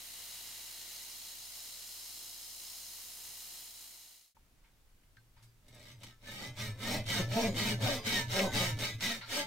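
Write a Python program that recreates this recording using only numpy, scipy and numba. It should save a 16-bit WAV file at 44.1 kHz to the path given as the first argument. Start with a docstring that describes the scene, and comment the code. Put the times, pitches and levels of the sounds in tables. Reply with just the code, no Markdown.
"""Close to a lathe, a strip of abrasive hisses on a spinning, humming wooden handle, then fades away.
Then, in a quiet workshop, a hand saw knocks as it is set on the clamped handle and cuts in quickening strokes.
Sanding is noise shaped by the grit, the turning and the wood; the lathe is a stack of sines.
Sawing is tooth blows and bursts of tearing fibre that ring blade and wood, with brief singing tones and
shudders; a low rumble and a faint hiss of workshop air lie behind it."""
import sys
import numpy as np
from scipy import signal
from scipy.fft import rfft, irfft
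from scipy.io import wavfile
from scipy.ndimage import uniform_filter1d
from numba import njit

SR = 44100
rng = np.random.default_rng(int(sys.argv[2]) if len(sys.argv) > 2 else 0)


def store_pcm(level_fs):
    """Save levels as 16-bit WAV."""
    pcm = np.round(np.clip(level_fs, -1, 1) * 32767).astype(np.int16)
    wavfile.write(sys.argv[1], SR, np.atleast_2d(pcm).T)


N = 417186
T = np.arange(N) / SR
FREQ = np.arange(N // 2 + 1) * SR / N

TURN_HZ = 29.7  # spindle speed
CUT_S = 4.345  # the sanding has faded out and the sawing is heard from here
LAST_STROKE_END_S = 9.465
SHUDDER_HZ = 115.3  # bending mode of the clamped handle

# Saw strokes, each lasting until the next reversal; levels are before the trims of each layer:
# (start [s], top tooth rate [Hz], unevenness of the teeth [0-1], attack [s], release [s], rasp [dB],
#  tooth bite [dB], growth of the bite from start to end [dB], hollow ring of the wood [dB],
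#  shudder [dB], jerk on setting off [dB], jerk on stopping [dB])
STROKES = [ (5.587, 118.7, 0.29, 0.4, 0.11, -53.5, -59, 0.5, -2, -59, -75, -52),
           (5.989, 119.9, 0.62, 0.047, 0.12, -56, -61, -17, -5, -58, -53.5, -78),
           (6.19, 201.2, 0.25, 0.12, 0.091, -47, -50, 10, -3.5, -54.5, -74, -45),
           (6.542, 212, 0.1, 0.052, 0.12, -41.5, -48, 7, -2.5, -41.5, -65, -40),
           (6.759, 245.1, 0.17, 0.085, 0.12, -38.5, -40, 21.5, -0.5, -44.5, -47, -37),
           (7.042, 199, 0.22, 0.056, 0.13, -33.5, -38, 16.5, -3, -38.5, -37, -35.5),
           (7.278, 230.8, 0.09, 0.045, 0.085, -37.5, -35.5, 15, 3, -64, -33.5, -36.5),
           (7.527, 211, 0.1, 0.059, 0.094, -34, -36.5, -4.5, -3, -41, -41, -34.5),
           (7.788, 277.4, 0.14, 0.048, 0.11, -35.5, -36, -0.5, 3.5, -41.5, -32.5, -45),
           (8.033, 250.2, 0.26, 0.022, 0.094, -33.5, -40, 1, 0, -48, -40.5, -37),
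           (8.271, 199.1, 0.07, 0.042, 0.17, -32, -35.5, 27.5, 8, -54, -36.5, -39),
           (8.507, 178.8, 0.07, 0.05, 0.12, -34.5, -38.5, -11, -4, -39.5, -36, -34),
           (8.777, 211.4, 0.28, 0.057, 0.19, -35.5, -45, -18, -0.5, -45, -40, -38.5),
           (9.0, 233.8, 0.12, 0.015, 0.15, -34.5, -42, 3, -3, -56, -48, -58),
           (9.23, 291, 0.17, 0.12, 0.078, -36, -46, 27.5, 3, -65, -51, -57)]
# Resonances of the wood: (frequency [Hz], width [Hz], level [dB])
WOOD_MODES = [(441, 19, 8), (577, 31, 14), (654.4, 20, 11.5), (771, 12, 10), (903, 52, 16.5)]
# Resonances of the blade: (frequency [Hz], width [Hz], level [dB])
BLADE_MODES = [(1295, 14, 1.5), (1593, 26, 2.5), (2145, 26, 9.5), (2250, 30, 5.5), (3010, 220, -1),
               (3797, 40, 7.5), (4270, 33, 4.5), (4420, 110, -5), (4870, 14, 5), (5490, 75, 7),
               (6300, 26, 5), (7110, 19, 5.5), (8320, 49, 7), (9300, 28, 10.5)]


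def saw(grain_db=1.5, rasp_trim_db=-8, smear_s=0.00609, chirp_db=-5.5):
    """Teeth chop the wood and tear its fibres; the tearing rings the blade."""
    # colour of the tearing fibres: (frequency [Hz], level [dB])
    rasp_colour = [(530, -28), (900, 12.5), (1130, -13.5), (1290, -7.5), (1420, -12), (2180, -5),
                   (2580, -10), (3740, -7), (4860, -12), (5550, -11.5), (8330, -14), (10300, -20.5),
                   (14400, -17), (15700, -20)]
    # colour of the tooth blows: (frequency [Hz], level [dB])
    bite_colour = [(110, 2), (160, -4), (200, 7), (250, 3.5), (310, -3.5), (450, -9), (600, -10),
                   (780, -12), (950, -21), (1150, -20.5), (2000, -54)]
    rasp_db, treble_db, bite_db = stroke_levels()
    (_, _, uneven, *_, hollow_db, _, _, _), _, _ = stroke_clock()
    blows = tooth_blows()

    # each tooth sets off a burst of snapping fibres over the drag of the blade
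    tear_s, drag = .003, .55
    burst = signal.lfilter([1], [1, -np.exp(-1 / (tear_s * SR))], blows)
    snaps = rng.standard_normal(N) * undb(grain_db * np.minimum(rng.exponential(size=N), 7))
    fibres = snaps * (drag + steady(burst, 0.12)) * undb(walk(70))
    tearing = colour(fibres, rasp_colour)
    middle = undb(rasp_db) * steady(band(tearing, 1065, 5490), 0.0254)
    # the treble flickers
    treble = undb(treble_db + walk(45)) * steady(band(tearing, 5280, 19400), 0.029)
    rasp = (middle + treble) * undb(rasp_trim_db)

    crunch = np.sqrt(np.abs(uneven)) * steady(fibres, 0.037)
    chop = colour(steady(blows, 0.077) + crunch, bite_colour)
    # bending waves in the wood are slower at low pitch, which smears each blow
    chop = irfft(rfft(chop) * np.exp(-4j * np.pi * smear_s * np.sqrt(200 * FREQ)), N)
    hollow = undb(hollow_db) * sliding(chop, WOOD_MODES, shift_db=4, rate=10, drift=0.04)
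    bite = steady(chop + hollow, 0.062) * undb(bite_db)

    cutting = np.clip((T - STROKES[0][0]) / 0.095, 0, 1)
    squeal = chirps() * undb(rasp_db + rasp_trim_db + chirp_db)
    return (rasp + bite + squeal) * cutting + blade(rasp * cutting)


def tooth_blows(slowest=.45, size_db=1.0):
    """One blow for each tooth that meets the wood; the blade speeds up and slows within each stroke."""
    blows = np.zeros(N)
    ends = [row[0] for row in STROKES[1:]] + [LAST_STROKE_END_S]
    for (start, top_hz, uneven, *_), end in zip(STROKES, ends):
        t = start
        for gap, size in rng.standard_normal((200, 2)):
            if t >= min(end, T[-1]):
                break
            speed = slowest + (1 - slowest) * np.sin(np.pi * (t - start) / (end - start)) ** .5
            blows[int(t * SR)] += undb(size_db * size) / np.sqrt(top_hz * speed)
            t += np.exp(uneven * gap) / (top_hz * speed)
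    return blows


def stroke_clock():
    """At every moment: the columns of the current stroke, the time since it began and the time until it ends."""
    rows = np.array(STROKES)
    turns = np.append(rows[:, 0], LAST_STROKE_END_S)
    now = np.clip(np.searchsorted(turns, T, side="right") - 1, 0, len(rows) - 1)
    return rows[now].T, np.maximum(T - turns[now], 0), np.maximum(turns[now + 1] - T, 0)


def stroke_levels(ease_s=0.051, catch_db=2.0, treble_re_rasp_db=-3.5, rasp_growth=0.51, bite_arch_db=6.5):
    """Rasp, treble and bite in dB: the blade gathers speed, runs and brakes; the hand leans in or eases off."""
    (_, _, _, attack_s, release_s, rasp_db, bite_db, growth_db, *_), age, left = stroke_clock()
    slowness = np.maximum(1 - age / attack_s, 0) ** 2 + np.maximum(1 - left / release_s, 0) ** 2
    along = age / (age + left)
    lean_db = growth_db * (along - .5) + catch_db * walk(25)
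    # the rasp follows a share of the lean; the teeth bite hardest in mid-stroke
    tearing_db = rasp_db + rasp_growth * lean_db
    chopping_db = bite_db + lean_db - bite_arch_db * (1 - np.sin(np.pi * along))
    # each layer drops by its own amount as the blade slows
    levels = [tearing_db - 29.5 * slowness,
              tearing_db + treble_re_rasp_db - 31 * slowness,
              chopping_db - 14 * slowness]
    return uniform_filter1d(np.array(levels), int(ease_s * SR))


def chirps(count=900, low_hz=1200, high_hz=5600, length_s=0.028, bend=0.022, spread_db=2.5):
    """Single teeth stick and slip on the fibres: a scatter of very short, gliding squeals."""
    out = np.zeros(N + SR)
    for when, pitch, length, slope, strength in rng.random((count, 5)):
        u = np.linspace(0, 1, int(SR * length_s * (.5 + length)))
        hz = low_hz * (high_hz / low_hz) ** pitch * (1 + bend * (2 * slope - 1) * (2 * u - 1))
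        gain = undb(spread_db * min(-np.log(1 - strength), 3.5))
        at = int(when * N)
        out[at:at + len(u)] += gain * np.sqrt(u) * (1 - u) ** 2 * np.sin(2 * np.pi * np.cumsum(hz) / SR)
    return steady(out[:N], 0.17)


def blade(x, drift=0.0078, plate_travel=0.072, count=14, size=9, swell_db=4):
    """The steel plate rings; as it runs, modes on one side of the kerf rise, on the other fall; high ones shimmer."""
    # modes that slide as the free length of the blade changes:
    # (at one end of the travel [Hz], at the other [Hz], width [Hz], level [dB])
    travel_modes = [(1324, 1170, 9.4, 13.5), (1743, 2050, 11, 17.5), (2290, 2400, 12.6, 8),
                    (2840, 3120, 16, 7), (3720, 3500, 14, 8.5)]
    place = blade_place()
    bend = drift * np.sin(np.pi * place)
    slide = plate_travel * (place - .5)
    strong = 0
    for from_hz, to_hz, width, db in travel_modes:
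        drive = x * undb(swell_db * np.minimum(walk(14), 1.5))
        strong = strong + undb(db) * glide(drive, from_hz + (to_hz - from_hz) * place, float(width))
    # weak and high modes lie at random pitches: (Hz, width Hz, dB)
    weak = [(hz, 15, 7.5) for hz in 1400 + 5400 * (np.arange(count) + rng.random(count)) / count]
    high = [(hz, 12, 9) for hz in 5800 + 9000 * (np.arange(size) + rng.random(size)) / size]
    plate = sliding(x, weak[::2], 5, 11, bend, slide) - sliding(x, weak[1::2], 5, 11, bend, -slide)
    return strong + plate + sliding(x, BLADE_MODES, 5.0, 9, bend) + ring(x, high) + free_ring(x)


def blade_place():
    """Where the blade is in its travel, 0 to 1: out on one stroke and back on the next."""
    turns = [row[0] for row in STROKES] + [LAST_STROKE_END_S]
    return .5 - .5 * np.cos(np.pi * np.interp(T, turns, np.arange(len(turns))))


def free_ring(x, grip_s=5.65, grip_takes_s=.8):
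    """The blade rings long and high while it only rests on the wood; the deepening kerf damps it."""
    # resonances of the ungripped blade: (frequency [Hz], width [Hz], level [dB])
    free_modes = [(3500, 6, 17), (3820, 16, 8), (4175, 8, 14), (4840, 6.2, 19), (5340, 11, 10),
                  (5840, 16, 16), (8030, 14, 20), (10600, 20, 14), (13290, 8.7, 23.5)]
    return ring(x * np.clip(1 - (T - grip_s) / grip_takes_s, 0, 1), free_modes)


def snags(overtone_db=-9, rise_s=0.0072, sag=0.069):
    """A snagged tooth lets go and the wood answers with a short, hollow knock whose pitch starts high and sags."""
    # knocks of the wood: (time [s], level before rise and decay [dB], settled pitch [Hz], decay [s])
    snag_table = [(6.672, -53, 215, 0.016), (7.192, -25, 172, 0.014), (7.358, -26, 202, 0.012),
                  (7.195, -33.5, 525, 0.012), (7.482, -29.5, 197, 0.022), (7.542, -35.5, 242, 0.019),
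                  (7.613, -27, 201.5, 0.011), (7.647, -35, 219, 0.017), (7.708, -27, 205, 0.022),
                  (7.835, -37, 600, .014), (7.86, -27.5, 726, 0.011), (7.882, -24, 577, 0.0095),
                  (7.915, -30.5, 650, 0.0069), (8.068, -28.5, 213, 0.015), (8.556, -27, 207, 0.014),
                  (8.606, -38, 509, 0.04), (8.822, -37, 577, 0.015)]
    out = np.zeros(N)
    for s, db, hz, decay_s in snag_table:
        at = slice(int(s * SR), int(s * SR) + SR // 4)
        age = T[at] - T[at][0]
        fall = np.exp(-age / decay_s)
        phase = 2 * np.pi * np.cumsum(hz * (1 + sag * fall)) / SR
        tone = np.sin(phase) + undb(overtone_db) * np.sin(2 * phase)
        out[at] += undb(db) * np.sqrt(2) * (1 - np.exp(-age / rise_s)) * fall * tone
    return out


def knocks(thud_s=0.13, trim_db=-5.5, wood_db=-3, blade_db=-3):
    """A short scrape of contact noise rings the blade and the wood, and the handle thuds at its bending mode."""
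    # the saw is set down, its teeth catch, fibres crack and the offcut scrapes past:
    # (time [s], scrape level before the trim [dB], centre [Hz], sharpness [Q], rise [s], decay [s], thud [dB])
    knock_table = [(4.368, -60, 1000, 1.7, .0004, .005, -88), (4.635, -57.5, 1900, 1.2, 0.021, .026, -90),
                   (5.033, -62, 2560, 4, .001, 0.0059, -91), (5.169, -52, 1650, 3.8, .0004, 0.0079, -60.5),
                   (5.167, -63, 3500, 1.2, .0004, .008, -77), (5.362, -63, 1600, .8, .004, .05, -63),
                   (5.424, -59, 3800, .37, 0.0023, 0.028, -57), (5.681, -57, 4500, .26, .0006, 0.011, -80),
                   (5.747, -55, 8000, 1.1, .0004, 0.0069, -64), (5.795, -58, 6000, .5, .0005, .006, -67),
                   (5.927, -60, 4660, .8, 0.00058, 0.0087, -74), (6.002, -59, 7000, .5, .0005, 0.0053, -73),
                   (6.033, -45.5, 2280, .27, .0004, .012, -70), (7.062, -44, 3800, .7, .0005, 0.019, -49),
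                   (7.872, -25, 2600, 1.1, .0003, .004, -58), (8.072, -36, 2800, .8, .0003, .004, -56),
                   (8.391, -23.5, 2450, 2.2, .0003, .005, -55), (8.402, -28, 2400, 1.7, .0003, 0.0046, -58),
                   (8.788, -37.5, 3520, .51, .0005, 0.013, -50),
                   (9.006, -35.5, 3030, 0.7, 0.00095, 0.022, -64),
                   (9.208, -43.5, 1800, 1.1, .004, 0.045, -59), (9.212, -45, 4200, 5, 0.0073, 0.037, -75)]
    scrapes, thuds = np.zeros(N), np.zeros(N)
    for s, db, hz, sharpness, rise_s, decay_s, thud_db in knock_table:
        at = slice(int(s * SR), int(s * SR) + SR // 2)
        age = T[at] - T[at][0]
        # two equal resonances in series
        contact = [(hz, min(1.17 * hz / sharpness, SR / 4), 0)]
        noise = unit(ring(ring(rng.standard_normal(SR // 2), contact), contact))[:len(age)]
        scrapes[at] += undb(db + trim_db) * noise * (1 - np.exp(-age / rise_s)) * np.exp(-age / decay_s)
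        thuds[at] += undb(thud_db) * np.sin(2 * np.pi * SHUDDER_HZ * age) * np.exp(-age / thud_s)
    steel = undb(blade_db) * (ring(scrapes, BLADE_MODES) + free_ring(scrapes))
    wood = undb(wood_db) * ring(scrapes, WOOD_MODES)
    return scrapes + steel + wood + thuds


def judders(waver=0.0124):
    """The teeth strike in step for a moment, and the wood answers with a hollow buzz."""
    # (time of the loudest [s], time from there to 1/e [s], tooth rate [Hz], harmonics 1 to 4 [dB])
    judder_table = [(7.385, 0.022, 225.2, -39, -36, -32, -38), (7.455, 0.023, 227, -39, -45, -37, -49),
                    (8.41, 0.065, 191.5, -39, -45, -42.5, -43), (9.393, 0.026, 289, -45, -38.5, -48, -58)]
    out = np.zeros(N)
    clock = np.cumsum(1 + waver * walk(120)) / SR
    for s, length, hz, *harmonics_db in judder_table:
        at = np.abs(T - s) < np.pi * length
        buzz = sum(undb(db) * np.sin(2 * np.pi * (k * hz * clock[at] + rng.random()))
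                   for k, db in enumerate(harmonics_db, 1))
        out[at] += np.sqrt(2) * buzz * np.exp(-((T[at] - s) / length) ** 2)
    return out


def singing_tones(waver=0.00208):
    """Blade and wood sing for a moment: tones ringing on after a knock or across a turn of the stroke, and squeaks."""
    # (time of the loudest [s], length between the 1/e points [s], pitch [Hz], level at the loudest [dB])
    tone_table = [(5.188, 0.032, 1550, -69), (5.193, .035, 4183, -81), (5.393, 0.032, 4860, -77),
                  (5.493, 0.046, 4840, -81), (6.29, 0.045, 1750, -50.5), (6.73, 0.086, 1757, -60),
                  (7.236, 0.071, 1750, -47.5), (7.5, 0.091, 7000, -57), (7.75, 0.055, 1760, -58),
                  (7.987, 0.16, 4900, -55), (8.0, 0.065, 1073, -57), (8.215, 0.11, 947, -51),
                  (8.49, 0.085, 1530, -47.5), (8.496, .1, 6971, -58), (8.71, 0.095, 943, -53.5),
                  (8.734, 0.15, 2270, -58), (8.91, 0.05, 1990, -47.5), (9.11, 0.043, 686, -48),
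                  (9.11, 0.0099, 4370, -39), (9.241, 0.028, 1390, -51), (9.427, 0.088, 868, -46.5)]
    clock = np.cumsum(1 + waver * walk(150)) / SR
    out = np.zeros(N)
    for s, length, hz, db in tone_table:
        swell = np.exp(-np.minimum((2 * (T - s) / length) ** 2, 20))
        out += undb(db) * np.sqrt(2) * np.sin(2 * np.pi * hz * clock) * swell
    return out


def shudder(waver=0.0556, flutter_db=2.0, bend_db=-2.5, rattle_db=-9, sway_db=-33):
    """The clamped handle shakes at its bending mode, the clamp rumbles and the bench sways under it."""
    bend = np.sqrt(2) * np.sin(2 * np.pi * np.cumsum(SHUDDER_HZ * (1 + waver * walk(50))) / SR)
    force = shaking_force()
    rattle = unit(colour(rng.standard_normal(N), [(30, 1.5), (60, -36), (85, 4.0), (130, -1.5), (180, -15),
                                                  (300, -10.5), (900, -75)]))
    sway = unit(colour(rng.standard_normal(N), [(6, -12), (16, 1), (28, 2), (50, -1), (85, -25),
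                                                (140, -30), (400, -73)]))
    # the clamp and the bench follow the force more sluggishly
    clamp = undb(rattle_db) * rattle * uniform_filter1d(force, int(.1 * SR))
    bench = undb(sway_db) * sway * uniform_filter1d(force, int(.3 * SR))
    return force * bend * undb(bend_db + flutter_db * walk(40)) + clamp + bench


def shaking_force(ease_s=0.034, jerk_delay_s=0.043, jerk_lead_s=0.032, jerk_s=0.041):
    """The running blade shakes the handle most in mid-stroke, and jerks it on either side of a reversal."""
    (*_, shudder_db, set_off_db, stop_db), age, left = stroke_clock()
    running = undb(shudder_db) * np.sin(np.pi * age / (age + left))
    set_off = undb(set_off_db) * np.exp(-((age - jerk_delay_s) / jerk_s) ** 2)
    stop = undb(stop_db) * np.exp(-((left - jerk_lead_s) / jerk_s) ** 2)
    force = np.sqrt(running ** 2 + set_off ** 2 + stop ** 2) * (T > STROKES[0][0])
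    return uniform_filter1d(force, int(ease_s * SR))


def sanding(repeat_hz=2400, oval=0.095, wobble=0.02, direct_db=-2, hiss_db=-52.5):
    """Grit scratches the wood; the same grain comes round each turn and the oval handle presses twice a turn."""
    # colour of the abrasive: (frequency [Hz], level [dB])
    grit_colour = [(40, -16), (90, -11), (160, -12.5), (550, -14), (900, -11), (1600, -13), (2500, -9),
                   (3250, -6.5), (3560, -5.5), (3850, -1.5), (4350, 0), (4700, 0.5), (5150, -0.5),
                   (6500, -3.5), (8000, -6), (12000, -6.5), (15700, -0.5)]
    # resonances of the handle: (frequency [Hz], width [Hz], near the end [dB], further along [dB])
    strip_modes = [(700, 47, -16, -28), (2050, 400, 8, -18), (2850, 200, 3, -7), (3320, 150, 0, -10.5),
                   (3870, 200, 4.5, -10), (4210, 250, -5, -7), (5300, 390, -17, 2), (6580, 490, -3.5, 0),
                   (8750, 350, -16, -6)]
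    # the strip slides along the handle: (time [s], place [0-1])
    strip_place = [(0, 0.34), (.5, 0.43), (.9, 0.38), (1.4, 0.6), (2.3, 0.8), (3.2, 0.78), (4.3, 0.55)]
    # the fingers lean on the strip and ease off: (time [s], level of the middle of the hiss [dB])
    finger_press = [(0, -2), (.25, -0.5), (.55, -1), (.95, 0.3), (1.6, 0), (2.4, -0.4), (2.8, 0),
                    (3.1, -2.5), (4.3, -.5)]

    turn = TURN_HZ * T + .004 * np.cumsum(walk(3)) / SR * TURN_HZ
    count = int(SR / TURN_HZ)
    grain = rng.standard_normal(count)[(turn % 1 * count).astype(int)]
    # coarse scratches repeat with the grain of the wood, fine ones are always new
    repeating = colour(grain, [(200, -7), (900, -3), (repeat_hz, -7), (9000, -16)])
    scratches = rng.standard_normal(N) + repeating
    pressure = 1 + oval * (np.sin(4 * np.pi * turn) + .5 * np.sin(8 * np.pi * turn))
    pressure = pressure + wobble * np.sin(2 * np.pi * turn) + 0.045 * walk(300) + 0.057 * walk(13)
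    rubbed = colour(scratches * pressure, grit_colour)

    place = np.interp(T, *np.transpose(strip_place))
    hiss = undb(direct_db) * rubbed
    for hz, width, near_db, far_db in strip_modes:
        mode = sliding(rubbed, [(hz, width, 0)], shift_db=0.3, rate=3.9, drift=0.0048)
        hiss = hiss + mode * undb(near_db + (far_db - near_db) * place)
    # a close reflection ripples the hiss into broad bands, more strongly further along
    echo_s, echo = .000973, .22
    reflected = np.roll(band(hiss, 2300, 18000), int(round(echo_s * SR)))
    hiss = hiss + echo * np.sqrt(np.abs(place)) * reflected

    scrub_db = -5.5 + (-9.5 + 5.5) * place  # from near the end to further along
    scrub = undb(scrub_db) * band(hiss, 40, 3290) / np.std(band(hiss, 570, 3430))
    middle = unit(band(hiss, 3110, 7980)) * undb(np.interp(T, *np.transpose(finger_press)))
    fine = unit(band(hiss, 7570, 14750))
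    return (scrub + middle + fine) * undb(hiss_db) * fade_out()


def lathe():
    """The unbalanced spindle and the motor hum, fading out with the sanding."""
    # hum before the fade: (multiple of the spindle speed, level [dB])
    hum = [(1, -71.5), (2, -81.5), (3, -80), (4, -107), (7.5, -86.5), (11, -86), (12, -95), (23.55, -79.5)]
    turn = TURN_HZ * np.cumsum(1 + 0.00237 * walk(4.11)) / SR
    tones = sum(undb(db) * np.sqrt(2) * np.sin(2 * np.pi * (k * turn + rng.random())) for k, db in hum)
    return fade_out() * tones


def fade_out(fade_s=1.02):
    """The work at the lathe fades smoothly to silence."""
    return np.sin(np.pi / 2 * np.clip((CUT_S - T) / fade_s, 0, 1))


def air(level_db=-65):
    """A low rumble and a faint hiss fill the workshop: shaped noise, wider in the treble."""
    # colour of the air: (frequency [Hz], level [dB])
    air_colour = [(10, -7), (20, -4), (30, 3.5), (50, -8), (80, -11.5), (150, -17), (250, -21),
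                  (500, -28.5), (1500, -32), (5000, -35.5), (15700, -39)]
    mid, side = (unit(colour(rng.standard_normal(N), air_colour)) for _ in range(2))
    side = colour(side, [(60, -14), (300, -8.5), (2000, -0.5), (12000, -3.5)])
    return undb(level_db) * np.array([mid + side, mid - side])


def undb(db):
    """Decibels to gain."""
    return np.exp(np.asarray(db) * np.log(10) / 20)


def unit(x):
    """Scale to rms 1."""
    return x / np.sqrt(np.mean(x ** 2))


def steady(x, window_s):
    """Even out the slow level of a source to about rms 1, so that later gains set it."""
    power = uniform_filter1d(x ** 2, int(window_s * SR))
    return x / np.sqrt(np.abs(power) + np.mean(x ** 2) / 1000)


def walk(rate):
    """Smooth chance with spread 1, changing rate times a second."""
    size = max(int(SR / rate), 1)
    steps = np.repeat(rng.standard_normal(N // size + 1), size)[:N]
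    return unit(uniform_filter1d(steps, size))


def colour(x, points):
    """Filter by a spectrum of (Hz, dB) points."""
    hz, db = np.transpose(points)
    return irfft(rfft(x) * undb(np.interp(np.log(FREQ + 1), np.log(hz), db)), N)


def band(x, lo_hz, hi_hz):
    """The part of a sound between two frequencies; bands that share an edge add up to the whole."""
    return irfft(rfft(x) * (1 / (1 + (FREQ / hi_hz) ** 12) - 1 / (1 + (FREQ / lo_hz) ** 12)), N)


def ring(x, modes):
    """Pass a sound through parallel resonances."""
    return sum(undb(db) * signal.lfilter(*signal.iirpeak(hz, hz / width, SR), x) for hz, width, db in modes)


def sliding(x, modes, shift_db, rate, drift, slide=0):
    """Resonances driven from a moving contact: all slide by a share; each swells, drops out and bends by itself."""
    out = 0
    for hz, width, db in modes:
        drive = x * undb(shift_db * np.minimum(walk(rate), 1.5))
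        out = out + undb(db) * glide(drive, hz * (1 + slide + drift * walk(rate)), float(width))
    return out


@njit
def glide(x, hz, width):
    """A resonance whose centre moves, renewed every 16 samples; gain 1 at the centre."""
    y, b, l = np.empty(len(x)), 0., 0.
    g, k = 0., 0.
    for i in range(len(x)):
        if i % 16 == 0:
            g, k = np.tan(np.pi * hz[i] / SR), width / hz[i]
        v = (b + g * (x[i] + 1e-18 - l)) / (1 + g * (g + k))
        b, l, y[i] = 2 * v - b, l + 2 * g * v, k * v
    return y


def wide(source, width):
    """Stereo: mid and side hear different parts of the rubbing surfaces; width gives (Hz, side minus mid dB)."""
    mid, side = source(), colour(source(), width)
    return np.array([mid + side, mid - side])


def scene(fade_in_s=0.0075):
    """Sanding at the lathe, then sawing at the bench."""
    # how far the sanding spreads: (frequency [Hz], side minus mid [dB])
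    sand_width = [(60, 4), (110, -10), (200, -6), (380, -3), (700, -5), (1290, -4.5), (2380, -6),
                  (4400, -5), (8120, -3.5), (15000, -6)]
    # how far the sawing spreads: (frequency [Hz], side minus mid [dB])
    saw_width = [(60, -23), (110, -24.5), (200, -18), (380, -6.5), (700, -11), (1290, -5), (2380, -5),
                 (4400, 0), (8120, -6), (15000, -11)]
    bench = wide(lambda: saw() + shudder() + knocks() + snags() + judders(), saw_width)
    sawing = bench + singing_tones() + air()
    return wide(sanding, sand_width) + lathe() + sawing * np.clip((T - CUT_S) / fade_in_s, 0, 1)


def record(dry, top_hz=15800):
    """The recorder cuts the top with a steep low-pass."""
    return signal.sosfilt(signal.ellip(12, .1, 80, top_hz, fs=SR, output="sos"), dry)


dry = scene()
out = record(dry)
store_pcm(out)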